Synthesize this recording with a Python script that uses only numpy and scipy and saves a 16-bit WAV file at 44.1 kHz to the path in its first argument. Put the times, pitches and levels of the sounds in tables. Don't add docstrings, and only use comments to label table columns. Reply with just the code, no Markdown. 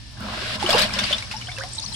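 import sys
import numpy as np
from scipy import signal
from scipy.fft import rfft, irfft
from scipy.io import wavfile
from scipy.ndimage import uniform_filter1d

SR = 44100
rng = np.random.default_rng(int(sys.argv[2]) if len(sys.argv) > 2 else 0)


def put_to_file(sound):
    columns = np.atleast_2d(sound).T
    safe = np.clip(columns, -1, 1)
    whole_steps = np.round(safe * 32767)
    wavfile.write(sys.argv[1], SR, whole_steps.astype(np.int16))


N = 85995
T = np.arange(N) / SR


def from_db(db):
    return 10 ** (np.asarray(db) / 20)


def unit_power(x):
    return x / np.sqrt(np.mean(x ** 2) + 1e-20)


def level(rows):
    return from_db(np.interp(T, *np.transpose(rows)))


def gain_at(colour, hz):
    f, db = np.transpose(colour)
    return from_db(np.interp(np.log(hz + 1), np.log(f), db))


def pan(db):
    return unit_power(from_db(np.array([[db], [-db]]) / 2))


def place(sound, pan_db, max_lag_s=.00012):
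    lag = max_lag_s * SR * np.tanh(pan_db / 6)
    right = np.roll(sound, int(np.rint(lag))) * (np.arange(len(sound)) >= lag)
    return pan(pan_db) * np.array([sound, right])


def tint(x, colour):
    hz = np.arange(N + 1) * SR / (2 * N)
    return unit_power(irfft(rfft(x, 2 * N) * gain_at(colour, hz))[..., :N])


def noise(colour, correlation):
    mid, side = rng.standard_normal((2, N))
    return tint(np.sqrt(1 + correlation) * mid + np.sqrt(1 - correlation) * side * [[1], [-1]], colour)


def jitter(samples):
    return unit_power(uniform_filter1d(rng.standard_normal(N), size=samples))


def add(out, start_s, sound):
    i = int(np.clip(start_s * SR, 0, N - 1))
    out[:, i:i + sound.shape[-1]] += sound[..., :N - i]


def bursts(rows, attack_s=.00076):
    return sum(np.clip((T - s) / attack_s, 0, 1) * from_db(db - 60 * np.abs(T - s) / t60)
               for s, db, t60 in rows)


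def droplets(colour, per_s, spread_db):
    sizes = from_db(spread_db * np.minimum(rng.exponential(1, N), 3))
    arrivals = rng.random(N) < per_s / SR
    return tint(arrivals * sizes * rng.normal(.63, 1, (2, N)), colour)


def bubble(hz, t60, rise_oct_per_s, wobble=0, attack_s=.0012, max_rise_oct=.65):
    t = T[:int(max(t60, .002) * SR)]
    pitch = np.minimum(hz * 2 ** np.minimum(rise_oct_per_s * t, max_rise_oct), SR / 2)
    if np.ndim(wobble):
        pitch = pitch * (1 + wobble[:len(t)])
    envelope = from_db(-60 * t / t60) * (1 - np.exp(-t / attack_s))
    return envelope * np.sin(2 * np.pi * np.cumsum(pitch) / SR)


def swarm(colour, low_hz, high_hz, cycles, size_db, rise_oct_per_s, width_db, count):
    out = np.zeros((2, N))
    for when, pitch, size, life, climb, side, lag in rng.random((count, 7)):
        hz = low_hz * (high_hz / low_hz) ** pitch
        gain = gain_at(colour, hz) * hz * from_db(size_db * size ** 2)
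        ring = bubble(hz, cycles * (.5 + life) / hz, rise_oct_per_s * climb)
        delay = int(lag * 24)
        pair = np.array([np.pad(ring, (delay, 24 - delay)), np.pad(ring, (12, 12))])
        add(out, when * N / SR, gain * pan(width_db * (2 * side - 1)) * pair)
    power = uniform_filter1d(np.mean(out ** 2, axis=0), size=3000)
    return out / np.sqrt(np.abs(power) + .017 * power.mean())


def background():
    # f/Hz, level/dB
    rumble_colour = [(22, -20), (40, 3.5), (58, 6.5), (75, 7), (115, 12), (150, -2), (200, -3.5),
                     (290, -7.5), (600, -54)]
    hiss_colour = [(300, -6.5), (700, 0), (1500, -5.5), (3000, -1), (4500, 4.5), (5500, 5.5), (6400, -8),
                   (9000, -9.5), (11300, -14.5), (12400, -46)]
    hum_lines = [(59, -47), (119, -46), (1760, -61)]
    # t/s, level/dB
    hiss_swell = [(0, -48), (.9, -40.5), (1.4, -40), (1.95, -37.5)]
    hum = sum(from_db(db) * np.sqrt(2) * np.sin(2 * np.pi * (hz * T + rng.random()))
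              for hz, db in hum_lines)
    rumble = from_db(-40.5) * noise(rumble_colour, .58)
    hiss = level(hiss_swell) * noise(hiss_colour, .067)
    return pan(-2.2) * (rumble + hum) + pan(2.7) * hiss


def glove():
    # t/s, level/dB, T60/s
    creaks = [(.112, -54, 0.017), (.128, -48, .015), (.177, -53, 0.018), (.193, -51, .015),
              (.205, -40, 0.017)]
    # f/Hz, level/dB
    colour = [(2500, -14), (5000, -6), (9000, 0), (12000, 0), (13500, -30)]
    return bursts(creaks) * noise(colour, .6)


def film():
    # t/s, level/dB
    envelope = [(0, -60), (.45, -65), (.55, -64), (.6, -41.5), (.95, -47), (1.19, -45), (1.27, -52),
                (1.58, -48), (1.7, -46), (1.75, -42.5), (1.82, -41), (1.87, -47), (1.95, -47)]
    # f/Hz, level/dB
    colour = [(2500, -16), (3800, -10), (5200, -1.5), (6600, -0.5), (8200, 1.5), (10000, -3), (11300, -36),
              (12600, -42)]
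    pops = swarm(colour, 3000, 11000, cycles=40, size_db=13, rise_oct_per_s=25, width_db=12, count=1000)
    ticks = droplets(colour, per_s=430, spread_db=3)
    return level(envelope) * pan(1) * (from_db(-2) * pops + from_db(-4.5) * ticks)


def chirps(rise_oct_per_s=8.5, roughness=.03):
    # t/s, f/Hz, peak level/dB, duration/s, left-right/dB
    squeaks = [(1.732, 7930, -25.5, 0.0062, -0.5), (1.751, 8000, -30, 0.0091, 0.5),
               (1.756, 5700, -40, .009, 0), (1.78, 3745, -22.5, 0.013, -5.5),
               (1.785, 4270, -24, 0.0062, 4.5), (1.796, 3680, -25, 0.004, 2),
               (1.797, 6100, -29.5, 0.007, 26), (1.818, 4200, -28, 0.013, 9), (1.826, 4830, -27, 0.017, 21),
               (1.837, 5570, -30, 0.022, 28), (1.86, 4350, -21.5, 0.0056, 19),
               (1.877, 4990, -29.5, 0.015, 39), (1.923, 3930, -27, .011, 25),
               (1.931, 7530, -28, 0.021, -3.5), (1.941, 3150, -28, .012, 4)]
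    out = np.zeros((2, N))
    for s, hz, db, duration, pan_db in squeaks:
        t = T[:int(duration * SR)]
        pitch = hz * 2 ** (rise_oct_per_s * t) * (1 + roughness * jitter(24)[:len(t)])
        envelope = from_db(db) * np.sin(np.pi * t / t[-1])
        add(out, s, place(envelope * np.sin(2 * np.pi * np.cumsum(pitch) / SR), pan_db))
    return out


def tub_echoes(x, t60=.12, low_cut_hz=450):
    round_trips = [(3.3, 5.3, 7.1, 9.7, 11.9, 14.3, 17.3, 21.1),
                   (3.9, 5.8, 7.9, 10.3, 12.8, 15.7, 18.9, 22.7)]
    high_pass = signal.butter(4, low_cut_hz, "high", fs=SR, output="sos")
    spectrum = rfft(signal.sosfilt(high_pass, x.mean(axis=0)), 2 * N)
    sample_phase = -2j * np.pi * np.arange(N + 1) / (2 * N)
    out = []
    for trips in round_trips:
        walls = 0
        for k, ms in enumerate(trips):
            loop = from_db(-60 * ms / 1000 / t60) * np.exp(sample_phase * int(ms * SR / 1000))
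            walls += (-1) ** k * np.sqrt(ms) * loop / (1 + (-1) ** (k // 2) * loop)
        out.append(irfft(spectrum * walls / np.sqrt(np.mean(np.abs(walls) ** 2)))[:N])
    return pan(3.2) * np.array(out)


def tub_air(x):
    # f/Hz, bandwidth/Hz, gain/dB
    modes = [(444.5, 6, -6.5), (554, 8.3, -3.5), (622, 13.7, 3), (803, 22, -12), (1037, 13, -1.5),
             (1106, 32, -3), (1630, 100, -8.5), (2840, 60, -2.5), (3530, 37, -14)]
    return sum(from_db(db) * signal.lfilter(*signal.iirpeak(hz, hz / width, fs=SR), x)
               for hz, width, db in modes)


def tub_boom():
    # t/s, level/dB
    envelope = [(0, -67), (.17, -79), (.21, -35), (.3, -41.5), (.42, -47.5), (.53, -40.5), (.66, -38.5),
                (.75, -34.5), (.83, -32), (.89, -38.5), (1.0, -33.5), (1.15, -42), (1.24, -58), (1.38, -45),
                (1.5, -65), (1.82, -59), (1.9, -40.5), (1.95, -57)]
    # f/Hz, level/dB
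    colour = [(130, -12), (175, -10), (200, 4.5), (240, -3), (290, -11), (420, -46.5)]
    return level(envelope) * noise(colour, .97)


def churn():
    # t/s, relative level/dB
    envelope = [(0, -102), (.17, -52), (.215, -40.5), (.33, -37), (.53, -40), (.6, -43), (.68, -34),
                (.75, -24.5), (.83, -34.5), (.875, -39.5), (1.03, -38), (1.08, -45), (1.115, -36.5),
                (1.2, -49), (1.45, -57.5), (1.64, -47.5), (1.72, -62), (1.95, -76)]
    # f/Hz, level/dB
    colour = [(200, -9), (300, -10), (450, -13.5), (600, -3.5), (800, -6), (1100, -4.5), (1600, -2),
              (2500, -46)]
    gurgle = swarm(colour, 292, 1860, cycles=19.2, size_db=0, rise_oct_per_s=6.4,
                   width_db=11.5, count=1000)
    wash = noise(colour, .97)
    return level(envelope) * pan(-2.5) * (from_db(2) * gurgle + from_db(-3.5) * wash)


def spray(break_free_s=.654, break_time_s=.04):
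    # t/s, relative level/dB
    envelope = [(0, -52.5), (.17, -55.5), (.22, -43.5), (.33, -37), (.46, -33), (.56, -30.5), (.578, -54),
                (.6, -33.5), (.65, -34.5), (.71, -25.5), (.76, -25.5), (.79, -22), (.84, -23), (.872, -35),
                (.92, -37.5), (.94, -31.5), (.97, -32.5), (1.04, -30), (1.085, -31), (1.115, -28),
                (1.16, -36.5), (1.24, -46), (1.32, -47), (1.45, -51.5), (1.63, -68), (1.7, -82),
                (1.95, -58)]
    # f/Hz, level/dB
    colour = [(700, -10), (1500, -3.5), (2100, 2.5), (3000, 3), (4000, 3), (5200, -0.5), (6300, -13),
              (8200, -11.5), (11600, -19.5), (12600, -42), (15500, -57)]
    fizz = swarm(colour, 1172, 10990, cycles=54, size_db=2.5, rise_oct_per_s=9.3, width_db=3, count=2200)
    ticks = droplets(colour, per_s=1800, spread_db=4)
    grains = from_db(-.5) * fizz + from_db(-3.5) * ticks
    sheet = .7 * (1 - np.tanh((T - break_free_s) / break_time_s)) / 2
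    wash = np.sqrt(from_db(-1) ** 2 + sheet * np.mean(grains ** 2)) * noise(colour, .094)
    return level(envelope) * pan(1.5) * (np.sqrt(1 - sheet) * grains + wash)


def drips(roughness=.031):
    # t/s, f/Hz, level/dB, T60/s, glide/(octave/s), left-right/dB
    bubbles = [ (.581, 1017, -27.5, .04, 6, -4), (.626, 834, -13, 0.053, 1.5, -6),
               (.640, 352.6, -18.5, 0.11, 1, 0.5), (0.662, 2935, -9.5, 0.031, 7.5, 7.5),
               (0.673, 3130, -21, .02, -5, 4), (.690, 610, -12.5, 0.073, 10.5, -2.5),
               (.704, 3480, -7.5, 0.031, -6, 4), (0.709, 4700, -7.5, 0.02, 4, 21),
               (0.729, 5370, -4, 0.012, -4, 20), (0.731, 4530, -9, 0.019, -2, 12),
               (.736, 2810, -9, 0.033, -1, 1), (.739, 692, -16, 0.17, 32, -2),
               (0.747, 479, -7, 0.048, -1, -3), (0.757, 1082, -18.5, .1, -1.5, 2),
               (.764, 612.6, -16.5, 0.18, -4, -11), (0.776, 1697, -18, 0.055, -2, -1),
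               (0.786, 3690, -6.5, .02, 20, 15), (0.788, 4660, -6, 0.017, 12, 15),
               (.797, 3480, -13, 0.023, 16, -1), (.815, 3760, -2.5, 0.014, 19, 19),
               (0.819, 4640, -8.5, 0.032, -5, 21), (0.837, 3130, -13, 0.026, 0, 14),
               (.851, 610, -18, 0.043, 5, -5), (.906, 2330, -20, 0.028, 5, 3),
               (.937, 4950, -10.5, 0.017, 24, 21), (.964, 560, -24, 0.075, -1, -1),
               (0.988, 2580, -15, .025, 6, -1), (.989, 3410, -9.5, 0.035, 10, 19),
               (.996, 5700, -15, 0.017, 9, 23), (1.033, 2100, -17, 0.024, 3, -2),
               (1.039, 4630, -9, 0.026, 0, 18), (1.067, 2620, -22, 0.039, 4, -1),
               (1.108, 595, -20.5, 0.064, -2, -2), (1.1262, 2940, -7.5, 0.026, 29, 1.5),
               (1.129, 3460, -9.5, 0.055, 2, 4), (1.182, 5630, -21, 0.024, 1, 17),
               (1.183, 3870, -19.5, 0.035, 1, 3.5), (1.224, 2305, -18.5, 0.023, 2, -5),
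               (1.312, 2520, -21, 0.028, 17, -2.5), (1.339, 843, -25, 0.088, 4, -2),
               (1.364, 5380, -25, 0.077, 4.5, 17), (1.414, 2870, -26, 0.034, 10, 2),
               (1.422, 2320, -23.5, 0.023, -4, -8), (1.47, 2960, -23, 0.031, 24.5, 1.5),
               (1.484, 704, -30, .1, 4, -13), (1.486, 1575, -22.5, 0.022, 8, -3),
               (1.492, 2165, -27, 0.076, 5.5, 4.5), (1.517, 3500, -24.5, 0.036, 7, 2.5),
               (1.566, 2640, -25.5, 0.038, 0, -3), (1.577, 1730, -22, 0.019, -4, -5),
               (1.583, 529.4, -31, 0.26, 1, -3), (1.597, 1140, -34, 0.1, 15, -16),
               (1.608, 1444, -23, 0.083, 24, -3), (1.637, 690, -29.5, 0.12, 6.5, -4),
               (1.772, 885, -43, 0.26, -0.5, -1), (1.839, 1000, -32.5, .06, 23, -29),
               (1.918, 914, -35.5, 0.047, -2, -5)]
    out = np.zeros((2, N))
    for s, hz, db, t60, glide, pan_db in bubbles:
        ring = bubble(hz, t60, glide, wobble=roughness * jitter(60))
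        add(out, s, place(from_db(db) * ring, pan_db))
    return out


def splashes():
    # t/s, level/dB, T60/s
    surface_hits = [(.626, -26, 0.094), (.691, -18.5, 0.079), (.780, -16.5, 0.096), (.933, -24, 0.088),
                    (.987, -18.5, 0.078), (1.036, -23, 0.054), (1.128, -21.5, 0.033), (1.182, -29, 0.11),
                    (1.224, -27.5, 0.023), (1.312, -28.5, 0.16), (1.411, -29, 0.035), (1.470, -39, 0.025),
                    (1.516, -33, 0.037), (1.562, -44, 0.11), (1.584, -26.5, 0.035), (1.635, -28.5, 0.042)]
    wall_hits = [(.663, -31, .02), (.705, -19, 0.023), (.713, -29, 0.27), (.783, -25, 0.11),
                 (.792, -29, 0.049), (.815, -23.5, 0.059), (.821, -25.5, .025), (1.038, -43, 0.051),
                 (1.127, -29, 0.018)]
    # f/Hz, level/dB
    surface_colour = [(500, -23), (1200, -1), (2000, -1.5), (3300, -3.5), (5200, -1.5), (6500, -13),
                      (9000, -15), (11500, -18.5), (13000, -45)]
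    wall_colour = [(3000, -1), (6500, -1), (9000, -3), (12000, -8), (15500, -16)]
    slaps = bursts(surface_hits) * droplets(surface_colour, per_s=6500, spread_db=-1)
    spatter = bursts(wall_hits) * pan(5.6) * droplets(wall_colour, per_s=4200, spread_db=1)
    return slaps + spatter


def scene():
    flow = spray() + churn()
    squeaks = chirps()
    water = from_db(-1) * (flow + tub_air(flow)) + drips() + splashes()
    echoes = tub_echoes(from_db(-6) * water + from_db(-8) * squeaks)
    return water + tub_boom() + squeaks + film() + echoes + background() + glove()


def record(dry, ceiling=.56, cutoff_hz=15800):
    rounded = dry / (1 + (dry / ceiling) ** 4) ** .25
    return signal.sosfilt(signal.ellip(10, .1, 80, cutoff_hz, fs=SR, output="sos"), rounded)


dry = scene()
out = record(dry)
put_to_file(out)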